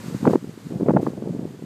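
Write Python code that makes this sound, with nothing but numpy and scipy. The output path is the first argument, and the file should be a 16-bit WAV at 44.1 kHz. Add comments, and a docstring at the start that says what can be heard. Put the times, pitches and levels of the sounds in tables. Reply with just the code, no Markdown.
"""Distant hose in gusty wind

Water gushes from a hose far across a city street: an even hiss that drops back and fades over a
faint traffic wash. Wind buffets the microphone in two gusts: a low flutter, with single eddies
that thump as they cross the port. One brief bright spit of hiss sounds at the microphone."""
import sys
import numpy as np
from scipy.fft import rfft, irfft, next_fast_len
from scipy.io import wavfile
from scipy.ndimage import uniform_filter1d, map_coordinates

SR = 44100
rng = np.random.default_rng(int(sys.argv[2]) if len(sys.argv) > 2 else 0)


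def to_wav(sig):
    """Store sig (one row per channel, or 1-D mono) as 16-bit WAV at the path in sys.argv[1].

    Samples outside -1..1 are clipped; the rate is SR.
    """
    pcm = np.clip(np.atleast_2d(sig), -1, 1) * 32767
    pcm = np.round(pcm).astype(np.int16)
    wavfile.write(sys.argv[1], SR, pcm.T)  # frames by channels


N = 72765


def amp(db):
    """Decibels to gain."""
    return 10 ** (np.asarray(db) / 20)


def curve(rows):
    """(time [s], value) points to one value per sample."""
    return np.interp(np.arange(N) / SR, *np.transpose(rows))


def wobble(rate_hz):
    """Smooth random curve, rate_hz knots a second."""
    return map_coordinates(rng.standard_normal(8192), [np.arange(N) * rate_hz / SR], mode="wrap")


def filtered(x, response):
    """Apply a gain given as a function of frequency [Hz]."""
    size = next_fast_len(N + SR // 2)
    return irfft(rfft(x, size) * response(np.fft.rfftfreq(size, 1 / SR)), size)[:N]


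def noise(spectrum):
    """Unit-rms noise coloured by (frequency [Hz], density [dB]) points."""
    knots_hz, db = np.transpose(spectrum)
    x = filtered(rng.standard_normal(N), lambda hz: amp(np.interp(np.log(hz + 1), np.log(knots_hz), db)))
    return x / np.sqrt(np.mean(x ** 2) + 1e-20)


def steadied(x, span_s):
    """Even out swells slower than span_s."""
    power = uniform_filter1d(x * x, max(int(span_s * SR), 2))
    return x / np.sqrt(np.abs(power) + 1e-6)


def street():
    """Steady wash of far traffic."""
    # traffic spectrum (frequency [Hz], density [dB])
    spectrum = [(25, -42), (120, 13), (300, -21), (650, -14.5), (1000, -10.5), (1600, -22), (3000, -12),
                (8000, -33.5)]
    return amp(-57.5) * noise(spectrum)


def water():
    """Far spray, heard as a slightly restless hiss."""
    # hiss envelope (time [s], level [dB])
    envelope = [(0, -46), (.29, -47.5), (.312, -43.5), (.352, -47.5), (.368, -53), (.7, -53.5),
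                (1.008, -56.5), (1.02, -51), (1.07, -51.5), (1.15, -55.5), (1.65, -56)]
    # spray spectrum (frequency [Hz], density [dB])
    spectrum = [(300, -17), (1000, 8.5), (1700, 6), (2900, -0.5), (4700, 0.5), (5500, -3), (6600, -0.5),
                (8300, -2), (9900, -8), (11500, -7), (14200, -11), (15300, -19)]
    waver_db = 0.55
    return noise(spectrum) * amp(curve(envelope) + waver_db * wobble(rate_hz=25))


def microphone_hiss():
    """One brief bright spit of hiss at the microphone."""
    # hiss spectrum (frequency [Hz], density [dB])
    spectrum = [(2000, -13), (5000, -7), (8000, -3), (13000, 3), (15300, -4)]
    level_db, centre_s, half_s = -58, 1.026, 0.011
    return amp(level_db) * np.exp(-((np.arange(N) / SR - centre_s) / half_s) ** 2) * noise(spectrum)


def buffeting():
    """Turbulence at the port: stronger wind is louder and brighter, and comes in lumps."""
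    # wind at the microphone (time [s], strength [dB])
    strength = [(0, -34), (.035, -34.5), (.06, -34), (.15, -31.5), (.19, -36.5), (.235, -27.5), (.278, -14),
                (.3, -21.5), (.355, -22.5), (.372, -28), (.398, -39.5), (.44, -34), (.53, -36), (.6, -39.5),
                (.69, -34.5), (.73, -30), (.79, -27.5), (.85, -27), (.895, -15), (.925, -25.5), (.968, -16),
                (1.0, -22.5), (1.08, -28), (1.11, -32), (1.2, -30), (1.24, -30.5), (1.36, -29.5),
                (1.45, -30), (1.485, -35), (1.53, -34), (1.61, -37.5), (1.65, -35.5)]
    # rumble spectrum (frequency [Hz], density [dB])
    rumble_spectrum = [(25, 1.5), (70, -8), (130, -1.5), (200, -0.5), (300, -26), (450, -39.5),
                       (700, -36.5), (1500, -69)]
    # flutter spectrum (frequency [Hz], density [dB])
    flutter_spectrum = [(100, -14), (230, 2), (400, -2.5), (550, -8), (800, -15.5), (1300, -35),
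                        (2500, -45), (5000, -93)]
    calm_db, rumble_db, flutter_db = -29, -32, -36.5  # reference strength; layer levels at it
    lump_db, flicker_db, flutter_growth = 2.4, 2.3, 1.48
    gust_db = curve(strength) - calm_db
    swell_db = lump_db * wobble(rate_hz=80)
    rumble = steadied(noise(rumble_spectrum), span_s=0.021) * amp(rumble_db + gust_db + swell_db)
    flutter = steadied(noise(flutter_spectrum), span_s=0.0215)
    flutter *= amp(flutter_db + flutter_growth * gust_db + swell_db + flicker_db * wobble(rate_hz=130))
    return rumble + flutter


def eddies():
    """Each vortex swings the pressure once or twice inside a ragged wake; fast ones shed more."""
    # eddies crossing the port (time [s], strength [dB], pitch [Hz])
    crossings = [(.046, -30.5, 259), (0.0626, -20, 187), (0.0846, -19.5, 189), (0.1113, -26, 235),
                 (.1455, -23, 386), (0.15, -13.5, 200), (0.1644, -20.5, 177), (.208, -26, 192),
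                 (.2314, -12, 201), (0.2489, -13, 218), (.2549, -14.5, 995), (0.2695, -3.5, 350),
                 (0.2755, -2.5, 510), (0.2788, -2.5, 223), (0.2982, -9, 460), (0.3084, -8, 340),
                 (0.3145, -13.5, 237), (0.3343, -7.5, 444), (0.3377, -8, 460), (0.3495, -14, 290),
                 (0.3576, 0.5, 320), (0.429, -24, 213), (0.445, -22.5, 283), (0.4567, -50, 238),
                 (0.4956, -25.5, 228), (0.5779, -26, 278), (0.67, -21.5, 212), (.711, -20.5, 305),
                 (0.7238, -17.5, 256), (0.7492, -32.5, 294), (0.7609, -16, 182), (.8013, -18, 356),
                 (0.8104, -11.5, 317), (0.8223, -12, 223), (0.8321, -7.5, 260), (0.8608, -18.5, 255),
                 (0.8736, -24, 328), (0.887, -1, 405), (.8955, -22, 900), (0.8968, -8.5, 312),
                 (0.9073, -6, 384), (0.9095, -24, 1100), (.918, -12, 214), (0.9384, -9.5, 336),
                 (.9516, -6, 220), (0.9649, -2, 216), (0.966, -13.5, 720), (.9697, -5, 734),
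                 (0.9836, -15.5, 272), (0.9925, -17, 295), (1.0039, -35, 330), (1.0314, -10.5, 315),
                 (1.068, -18.5, 864), (1.0732, -8.5, 333), (1.0848, -15, 266), (1.135, -23.5, 356),
                 (1.1775, -22, 333), (1.2243, -18.5, 350), (1.2391, -22, 305), (1.275, -15.5, 342),
                 (1.2942, -21, 302), (1.3091, -14, 185), (1.3247, -21, 174), (1.3501, -16, 260),
                 (1.3645, -29, 376), (1.395, -14.5, 252), (1.433, -20.5, 216), (1.4548, -17.5, 320),
                 (1.5095, -25.5, 232), (1.5479, -28, 282), (1.625, -24, 313), (1.6402, -24, 203)]
    # wake spectrum (frequency [Hz], density [dB])
    wake_spectrum = [(200, -27), (450, -1), (900, 10), (1400, -3.5), (2200, -19), (3200, -31), (6000, -63)]
    order = 6.6  # higher: rounder, more swings
    wake_db, wake_ref_hz, wake_db_per_octave, wake_half_s = -20.5, 422, 14.5, 0.00255
    t, swings, wake_gain = np.arange(N) / SR, np.zeros(N), np.zeros(N)
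    phases = rng.uniform(0, 2 * np.pi, len(crossings))
    for (centre_s, db, hz), phase in zip(crossings, phases):
        near = np.abs(t - centre_s) < 0.04
        offset_s = t[near] - centre_s
        position = 2 * np.pi * hz * offset_s / (order - 0.5)
        swings[near] += amp(db) * np.real(np.exp(1j * phase) / (1 - 1j * position) ** order)
        shed_db = db + wake_db + wake_db_per_octave * np.log2(hz / wake_ref_hz)
        wake_gain[near] += amp(shed_db) * np.exp(-(offset_s / wake_half_s) ** 2)
    return swings + wake_gain * steadied(noise(wake_spectrum), span_s=0.006)


def port(pressure):
    """Microphone port: the flow saturates, then deep bass and fast pressure changes are shed."""
    overload, low_hz, high_hz = 0.73, 111, 3380
    flow = overload * np.tanh(pressure / overload)
    return filtered(flow, lambda hz: ((1 + (low_hz / (hz + 1)) ** 6) * (1 + (hz / high_hz) ** 10)) ** -0.5)


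def wind():
    """Turbulence and eddies through the port; the hardest pushes are rounded and stay dull."""
    return port(buffeting() + eddies())


def scene():
    """Water and street far off, wind right at the microphone; mono."""
    return (water() + microphone_hiss() + street() + wind())[None]


def record(dry):
    """The recorder keeps nothing above its band limit."""
    top_hz = 15400
    return np.array([filtered(x, lambda hz: hz < top_hz) for x in dry])


dry = scene()
out = record(dry)
to_wav(out)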